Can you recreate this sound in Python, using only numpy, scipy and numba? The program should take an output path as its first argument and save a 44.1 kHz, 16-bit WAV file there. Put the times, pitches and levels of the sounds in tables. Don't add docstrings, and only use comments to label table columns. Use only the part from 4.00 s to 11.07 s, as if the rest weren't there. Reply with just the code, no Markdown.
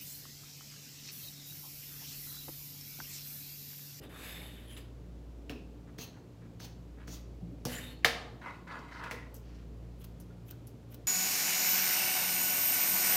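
import sys
import numpy as np
from scipy import signal
from scipy.fft import rfft, irfft, next_fast_len
from scipy.io import wavfile
from numba import njit

SR = 44100
rng = np.random.default_rng(int(sys.argv[2]) if len(sys.argv) > 2 else 0)


def generate_wav(sig):
    pcm = np.round(np.clip(np.atleast_2d(sig).T, -1, 1) * 32767).astype(np.int16)
    wavfile.write(sys.argv[1], SR, pcm)


def undo_db(level):
    steps = np.asarray(level, float) / 20
    return 10 ** steps


N = 311787

# (time [s], rise [s], fall [s], level [dB], loudest ring [Hz])
COMB_SLIDES = [
    (0.011, .03, .045, -58, 3000),
    (.09, 0.17, 0.51, -51.5, 2670),
    (.675, 0.041, 0.17, -60.5, 3330),
    (.764, 0.011, 0.062, -54, 3000),
    (3.655, 0.074, 0.24, -46.5, 2000),
]
# (frequency [Hz], density [dB per Hz])
COMB_HISS_SPECTRUM = [(290, -20), (500, 1), (933, -12), (1770, 0.5), (3200, -4.5), (3650, -5),
                      (5390, -17.5), (12100, -10.5), (16000, -15.5)]
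# (frequency [Hz], width [Hz], level [dB])
COMB_MODES = [(2300, 180, -20), (3070, 130, 7), (5040, 73, 0.5), (7900, 130, -2), (11900, 150, -2),
              (14100, 150, -3)]
# (time [s], rise [s], body level [dB], relative hair hiss [dB], ringing teeth [Hz])
COAT_STROKES = [
    (1.494, 0.0021, -52, -4, 2600),
    (1.98, 0.045, -56.5, 11, 4200),
    (2.595, .05, -58, 6.5, 4200),
    (3.072, 0.075, -58, 8, 6100),
]
# (frequency [Hz], density [dB per Hz])
COAT_SPECTRUM = [(410, -28), (700, 4), (1600, -6), (2880, -4.5), (4720, -7), (6370, -1), (8700, -12),
                 (12000, -12.5), (14500, -5), (16000, -3)]
# (time [s], rise [s], fall [s], level [dB], loudest ring [Hz])
SHEARS_DRAGS = [
    (4.412, 0.038, 0.022, -46.5, 1520),
    (4.456, 0.0066, 0.18, -42, 1230),
    (4.668, 0.063, 0.29, -43, 1300),
    (4.91, 0.15, 0.18, -43, 1350),
    (5.108, .004, 0.2, -43.5, 2100),
]
# (frequency [Hz], density [dB per Hz])
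DRAG_SPECTRUM = [(290, -33), (500, -4.5), (575, -51), (990, 18), (1290, -19), (1420, -7), (2350, 2.5),
                 (14000, -35)]
# (frequency [Hz], width [Hz], level [dB])
SHEARS_MODES = [(1098, 72, -3), (1460, 33, 11.5), (1688, 15, 14.5), (2025, 160, 6), (2540, 150, -7.5),
                (3220, 210, -37), (3900, 33, -10), (4470, 23, -10)]
# (shut time [s], shut level [dB], run-up level [dB], whisper [Hz], run-up top before shut [s])
BLADE_SNIPS = [
    (6.044, -51, -61, 12750, 0.035),
    (6.511, -50, -58.5, 14040, .027),
    (6.946, -52.5, -58, 14100, .024),
]
# (time [s], rise [s], fall [s], level [dB], whisper [Hz])
BLADE_OPENINGS = [
    (5.341, .006, .07, -52.5, 12200),
    (6.198, 0.01, 0.039, -59, 11300),
    (6.668, 0.0055, .05, -56.5, 11500),
]
# (frequency [Hz], density [dB per Hz])
EDGE_SPECTRUM = [(880, -19), (1500, 5), (2060, -36), (3060, 3), (3920, -31), (6060, 4), (8570, -9),
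                 (9370, -15), (11500, -13), (12500, -4), (16000, 3)]
# (frequency [Hz], width [Hz], level [dB])
BLADE_MODES = [(3180, 350, -7), (5400, 480, 6), (10600, 250, 4), (12300, 370, 7), (13700, 400, -5)]
# (time [s], length [s], level [dB], pitch [Hz])
SINGING_EDGES = [(0.024, 0.061, -62.5, 3650), (0.091, 0.5, -58, 3600), (0.53, 0.16, -66, 3080),
                 (.2, 0.31, -60.5, 2200), (.2, .25, -68, 5150), (.22, 0.28, -61.5, 12400),
                 (0.41, 0.091, -64, 10500), (.67, 0.087, -58, 3200), (0.65, 0.15, -64, 10200),
                 (.76, 0.027, -59, 7230), (0.4, 0.067, -57, 784), (1.497, 0.14, -62.5, 2610),
                 (1.497, 0.09, -80, 5400), (2.005, 0.045, -53.5, 2700), (1.994, 0.12, -65, 4220),
                 (3.659, 0.024, -43.5, 770), (3.72, 0.079, -52.5, 7130), (3.753, 0.047, -46, 1870),
                 (3.803, 0.12, -53.5, 3670), (3.862, 0.14, -65.5, 4270), (5.1, 0.035, -65, 7700)]
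# (time [s], length [s], level [dB], centre [Hz])
BROAD_RUSTLES = [(1.87, 0.039, -65, 1430), (2.13, .07, -66, 1400), (2.41, 0.07, -65.5, 1530),
                 (2.97, .09, -62.5, 1440), (3.0, 0.044, -72, 3000), (3.114, 0.078, -72, 6700),
                 (2.0, 0.055, -58, 13200), (.01, 0.055, -59, 950), (.1, .12, -57, 1240),
                 (4.915, .1, -61, 4600), (4.69, .06, -63, 4000), (6.005, .03, -68, 3100),
                 (6.48, .015, -65, 2600), (6.925, .03, -66, 2900), (4.025, .024, -60, 2300),
                 (4.449, 0.011, -69, 6000), (4.785, 0.024, -61, 5000), (5.42, 0.24, -72.5, 2800),
                 (5.45, 0.22, -70, 1540), (5.42, 0.23, -73, 5000), (5.345, 0.033, -61.5, 6600),
                 (6.2, 0.04, -72, 5550), (6.67, 0.026, -70, 5300)]
# (time [s], peak level [dB], clack pitch [Hz], thud level [dB], tick level [dB])
TABLE_BLOWS = [(0.7662, -44.5, 3500, -74, -72), (1.495, -36, 2730, -37, -59),
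               (1.9853, -44, 1850, -42.5, -57), (2.6013, -45.5, 1550, -53.5, -58),
               (3.078, -43.5, 1590, -46, -67), (3.6521, -34.5, 1010, -33.5, -39),
               (4.0461, -9, 1880, -35, -33.5), (4.4603, -56, 980, -71, -77), (4.6749, -48, 1450, -57, -84),
               (4.7517, -54, 1870, -54, -77), (4.7891, -58, 1330, -48.5, -73),
               (5.0372, -35, 1460, -60, -62), (5.1108, -30, 2000, -47, -49.5)]
# (frequency [Hz], level [dB], decay T60 [s])
TABLE_MODES = [(135, 1.5, .12), (190, -1.5, 0.046), (248.4, -6.5, 0.35), (312.4, -1.5, 0.063),
               (360, -4.5, 0.041), (450, -1.5, 0.18), (514.4, -8, 0.048), (690, -2.5, 0.12)]
# (time [s], peak level [dB], pitch [Hz], decay T60 [s])
SOFT_BUMPS = [(1.502, -44.5, 287, 0.34), (1.55, -47, 423, 0.13), (3.084, -47, 260, 0.18),
              (3.66, -42.5, 510, 0.22), (2.17, -56.5, 800, 0.086), (3.408, -59.5, 687, 0.13),
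              (3.422, -40.5, 163, 0.35), (3.518, -45, 273, 0.14), (4.05, -37, 489, 0.26),
              (5.129, -45, 450, 0.16), (6.299, -61.5, 1380, 0.093), (6.519, -59, 1440, 0.11)]
# (time [s], peak level [dB], pitch [Hz])
TIP_TICKS = [
    (5.343, -41, 12540),
    (6.0433, -48, 10600),
    (6.2013, -49, 10430),
    (6.51, -37, 13700),
    (6.671, -45, 11180),
    (6.8194, -72, 11230),
    (6.944, -39, 14400),
]
# (frequency [Hz], T60 [s])
ROOM_DECAY = [(200, 0.88), (1000, 0.9), (2000, 0.45), (5000, 0.54), (10000, 0.36), (16000, 0.26)]
# (slip [Hz], level [dB], time in step [s])
NEIGHBOUR_MOTORS = [(-.44, -56.5, 3.4), (.72, -67, 2.94)]
# (multiple [1], level [dB])
MOTOR_OVERTONES = [(2, -57), (3, -60.5), (4, -66), (5, -66.5)]
# (frequency [Hz], density [dB per Hz])
AIR_SPECTRUM = [(18, -30), (30, -16), (59, -5.5), (131, -1), (194, -8.5), (287, -7), (364, -9.5),
                (486, -11.5), (801, -22.5), (1720, -32), (2480, -33), (7470, -41), (8740, -46),
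                (14800, -46.5), (16000, -54)]
# (time [s], level [dB])
DUCT_GUSTS = [
    (0.0, 5.8),
    (3.55, 1.8),
]

SLIDE_RULE = dict(start_db=-11.5, end_db=-17.5, bright_db=0, follow=0.29, start_ratio=0.95, end_ratio=1.6)
STROKE_RULE = dict(start_db=-5.5, end_db=-22.5, follow=0.58, start_ratio=1, end_ratio=0.23)
DRAG_RULE = dict(start_db=-10, end_db=-33.5, bright_db=-17.5, follow=-0.62, start_ratio=1.22, end_ratio=0.91)
OPENING_RULE = dict(start_db=-1, end_db=-30, bright_db=-10, follow=-0.31, start_ratio=1, end_ratio=1.2)


def comb_slides():
    pushes = [push(*row, **SLIDE_RULE) for row in COMB_SLIDES]
    return friction(pushes, COMB_HISS_SPECTRUM, COMB_MODES, 4100, per_s=9000, spread_db=-1, modes_db=-7,
                    flicker_db=0.5, glide_db=-15, glide_width_hz=500, teeth_db=1)


def coat_strokes():
    pushes = [push(s, rise, 0.1, db, hz, bright_db=hiss_db, **STROKE_RULE)
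              for s, rise, db, hiss_db, hz in COAT_STROKES]
    return friction(pushes, COAT_SPECTRUM, [], 3850, per_s=9800, spread_db=1, modes_db=-5,
                    flicker_db=1.5, glide_db=-9, glide_width_hz=1600, teeth_db=0)


def shears_drags():
    pushes = [push(*row, **DRAG_RULE) for row in SHEARS_DRAGS]
    return friction(pushes, DRAG_SPECTRUM, SHEARS_MODES, 3050, per_s=4000, spread_db=0.5, modes_db=3.5,
                    flicker_db=-1.5, glide_db=5.5, glide_width_hz=320, teeth_db=-14.5)


def blade_strokes():
    moves = [snip(*row) for row in BLADE_SNIPS] + [push(*row, **OPENING_RULE) for row in BLADE_OPENINGS]
    return friction(moves, EDGE_SPECTRUM, BLADE_MODES, 9900, per_s=7000, spread_db=2.5, modes_db=-8,
                    flicker_db=-1.5, glide_db=-4, glide_width_hz=1400, teeth_db=-8.5, bright_first=True)


def push(s, rise, fall, db, hz, start_db, end_db, bright_db, follow, start_ratio, end_ratio):
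    return [(s, db + start_db, bright_db + follow * start_db, hz * start_ratio),
            (s + rise, db, bright_db, hz),
            (s + rise + fall, db + end_db, bright_db + follow * end_db, hz * end_ratio)]


def snip(s, db, run_db, whisper_hz, lead):
    start_hz, open_hz = whisper_hz * 0.78, whisper_hz * 0.85
    ring_hz, shut_hz = 3000, 3000 * 1.33
    hair_start_db, hair_run_db, hair_shut_db, hair_after_db = -12, 1, -6.5, 2
    return [(s - lead - 0.035, run_db - 25, hair_start_db, start_hz, ring_hz),
            (s - lead, run_db, hair_start_db, open_hz, ring_hz),
            (s - lead * 0.7, run_db - 2.5, hair_run_db, whisper_hz, ring_hz),
            (s - 0.011, run_db - 14, hair_run_db, whisper_hz, ring_hz),
            (s, db, hair_shut_db, whisper_hz, shut_hz),
            (s + 0.019, db - 28, hair_after_db, whisper_hz, shut_hz),
            (s + 0.06, db - 38, hair_after_db, whisper_hz, ring_hz)]


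def friction(strokes, spectrum, modes, split_hz, per_s, spread_db, modes_db, flicker_db, glide_db,
             glide_width_hz, teeth_db, bright_first=False):
    out = np.zeros(N)
    for rows in strokes:
        start, end = rows[0][0], rows[-1][0]
        size = SR // 4 * (1 + int((end - start + 0.06) * 4))
        t = start + np.arange(size) / SR
        first_db, second_db, *glides = in_time(rows, t)
        jerks = slips(size, per_s, spread_db, flicker_db)
        sound = coloured(jerks, spectrum)
        for hz in glides:
            turn = 2 * np.pi * np.clip(hz, 100, 0.45 * SR) / SR
            glide = gliding(jerks, turn, np.exp(-np.pi * glide_width_hz / SR))
            sound = sound + undo_db(glide_db) * rms_one(glide)
        caught = [(hz, width, db + at_hz(spectrum, hz) + teeth_db) for hz, width, db in teeth()]
        rung = np.zeros(size)
        for hz, width, db in modes + caught:
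            swell = undo_db(db + 4.2 * drift(3.2, size))
            rung += swell * rms_one(ring(jerks, hz, 1.8 / width)) * np.sqrt(width)
        sound = sound + undo_db(modes_db) * rms_one(rung)
        dull = signal.sosfilt(signal.butter(4, split_hz, fs=SR, output="sos"), sound)
        bright = signal.sosfilt(signal.butter(4, split_hz, "high", fs=SR, output="sos"), sound)
        first, second = (bright, dull) if bright_first else (dull, bright)
        stroke = undo_db(first_db) * (rms_one(first) + undo_db(second_db) * rms_one(second))
        fade_in = np.clip((t - start) / 0.00282, 0, 1)
        fade_out = np.clip((end - t) / (0.13 * (end - start)), 0, 1)
        add(out, start, stroke * fade_in * fade_out)
    return out


def slips(size, per_s, spread_db, flicker_db):
    sizes = undo_db(spread_db * np.minimum(rng.exponential(1, size), 5)) * rng.choice([-1, 1], size)
    return sizes * (rng.random(size) < per_s / SR) * undo_db(flicker_db * drift(40, size))


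def teeth():
    pitches = np.linspace(1300, 15000, 18) * rng.uniform(0.875, 1.05, 18)
    return [(hz, 170, db) for hz, db in zip(pitches, rng.normal(0, 2, 18))]


@njit
def gliding(x, turn, r):
    y = np.zeros(len(x))
    for i in range(2, len(x)):
        y[i] = np.sin(turn[i]) * x[i] + 2 * r * np.cos(turn[i]) * y[i - 1] - r * r * y[i - 2]
    return y


def singing(rows, width_hz, width_share):
    out, t = np.zeros(N), np.arange(SR // 2) / SR
    for s, length, db, hz in rows:
        half = (width_hz + width_share * hz) / 2
        tone = band(slips(len(t), 6000, 5.1, 2), max(hz - half, 50), hz + half)
        swell = np.sqrt(np.sin(np.pi * np.clip(t / length, 0, 1)) + 1e-12)
        add(out, s, undo_db(db) * rms_one(tone) * swell)
    return out


def blows():
    out, t = np.zeros(N + SR), np.arange(SR // 3) / SR
    soft_push = np.exp(-((t - 0.005) / 0.00054) ** 2) / 30
    for s, peak_db, hz, thud_db, tick_db in TABLE_BLOWS:
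        rattle, crack = rng.standard_normal((2, len(t)))
        clack = np.cos(2 * np.pi * hz * (t - 0.0013)) * np.exp(-((t - 0.0013) / 0.00055) ** 2)
        decay = np.exp(-t / 0.01) + undo_db(-15.5) * np.exp(-t / 0.066)
        onset = np.clip((t - 0.001) / 0.00075, 0, 1)
        clack += undo_db(-14) * rms_one(band(rattle, 550, 3560)) * decay * onset
        tick_hz = 5540
        crack = rms_one(band(crack, 3240, 16000)) + undo_db(-2.5) * rms_one(band(crack, tick_hz / 1.2, tick_hz * 1.2))
        tick = crack * (np.exp(-t / 0.0022) + undo_db(-3) * np.exp(-t / 0.031))
        strengths = rng.normal(0, 1.7, len(TABLE_MODES))
        modes = sum(undo_db(db + g) * ring(soft_push, f, t60) for (f, db, t60), g in zip(TABLE_MODES, strengths))
        thud = band(modes, 160, 2000)
        thud += undo_db(-3.5) * rms_one(band(rattle, 150, 900)) * np.exp(-t / 0.018) * np.clip(t / 0.027, 0, 1)
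        add(out, s, undo_db(peak_db + 4) * clack + undo_db(tick_db - 1.5) * tick + undo_db(thud_db) * thud)
    return out[:N]


def bumps():
    out, t = np.zeros(N + SR), np.arange(SR // 3) / SR
    for s, peak_db, hz, t60 in SOFT_BUMPS:
        noise = rng.standard_normal(len(t))
        swell = np.minimum(t / 0.0055, 1) * undo_db(-60 * t / t60)
        add(out, s, undo_db(peak_db) * swell * rms_one(band(noise, hz / 1.1, hz * 1.1)))
    return out[:N]


def ticks():
    out, t = np.zeros(N + SR), np.arange(SR // 20) / SR
    for s, peak_db, hz in TIP_TICKS:
        tone = np.sin(2 * np.pi * hz * t) * np.exp(-t / 0.0013)
        crack = band(rng.standard_normal(len(t)), 3800, 20000) * np.exp(-t / 0.004)
        add(out, s, undo_db(peak_db) * (tone + undo_db(-11) * crack))
    return out[:N]


def room(x):
    t, edges = np.arange(SR) / SR, 80 * 2 ** np.arange(0, 8, 0.5)
    white = rng.standard_normal((2, SR))
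    tail = np.zeros(SR)
    for k, (low, high) in enumerate(zip(edges, edges[1:])):
        tail += band(white[k % 2], low, high) * undo_db(-60 * t / at_hz(ROOM_DECAY, low * 1.4))
    tail *= np.clip((t - 0.003) / 0.002, 0, 1)
    return signal.fftconvolve(x, tail / np.sqrt(np.sum(tail ** 2)))[:N]


def hum():
    t = np.arange(N) / SR
    turn = 2 * np.pi * 58 * t
    main = undo_db(-51.5) * np.sin(turn)
    others = sum(undo_db(db) * np.sin(turn + 2 * np.pi * slip * (t - s)) for slip, db, s in NEIGHBOUR_MOTORS)
    upper = sum(undo_db(db + 3.4 * drift(0.88, N)) * np.sin(round(k) * turn + 1.1 * drift(0.8, N))
                for k, db in MOTOR_OVERTONES)
    return np.sqrt(2) * (main + others + upper)


def air():
    t = np.arange(N) / SR
    noise = undo_db(-53.5) * coloured(rng.standard_normal(N), AIR_SPECTRUM)
    swell = sum(db * np.exp(-((t - s) / 0.2) ** 2) for s, db in DUCT_GUSTS)
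    return noise + band(noise, 130, 900) * (undo_db(swell + drift(7.2, N)) - 1)


def rms_one(x):
    return x / np.sqrt(np.mean(x ** 2) + 1e-20)


def at_hz(points, hz):
    freqs, values = np.array(points)[:, 0], np.array(points)[:, 1]
    return np.interp(np.log(hz + 1), np.log(freqs), values)


def in_time(rows, t):
    s, *columns = np.transpose(rows)
    return [np.interp(t, s, c) for c in columns]


def coloured(x, spectrum):
    size = next_fast_len(len(x))
    gain = undo_db(at_hz(spectrum, np.fft.rfftfreq(size, 1 / SR)))
    return rms_one(irfft(rfft(x, size) * gain, size)[:len(x)])


def band(x, low_hz, high_hz):
    return signal.sosfilt(signal.butter(2, [low_hz, min(high_hz, 0.45 * SR)], "band", fs=SR, output="sos"), x)


def drift(rate, size):
    steps = rng.standard_normal(size * 400 // SR + 402)
    r = np.exp(-2 * np.pi * rate / 400)
    slow = signal.lfilter([np.sqrt(1 - r * r)], [1, -r], steps)[400:]
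    return np.interp(np.arange(size) * 400 / SR, np.arange(len(slow)), slow)


def ring(x, hz, t60):
    r, w = undo_db(-60 / (t60 * SR)), 2 * np.pi * min(hz, 0.45 * SR) / SR
    return signal.lfilter([0, np.sin(w)], [1, -2 * r * np.cos(w), r * r], x + 1e-18)


def add(out, s, sound):
    i = round(s * SR)
    out[i:i + len(sound)] += sound[:len(out) - i]


def scene():
    rubbing = comb_slides() + coat_strokes() + shears_drags() + blade_strokes()
    rubbing += singing(SINGING_EDGES, 150.3, 0.028) + singing(BROAD_RUSTLES, 665, 0.26)
    struck = blows() + bumps()
    tips = ticks()
    tail = room(undo_db(-27) * tips + undo_db(-10.5) * rubbing + undo_db(-10.5) * struck)
    return (rubbing + tips + struck + tail + hum() + air())[None]


def band_limit(x):
    return signal.sosfilt(signal.butter(12, 16500, fs=SR, output="sos"), x)


def record(dry):
    cut = signal.sosfilt(signal.ellip(10, 0.5, 60, 15850, fs=SR, output="sos"), dry)
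    cut = signal.sosfilt(signal.butter(3, 42, "high", fs=SR, output="sos"), cut)
    return band_limit(cut)


dry = scene()
out = record(dry)
generate_wav(out)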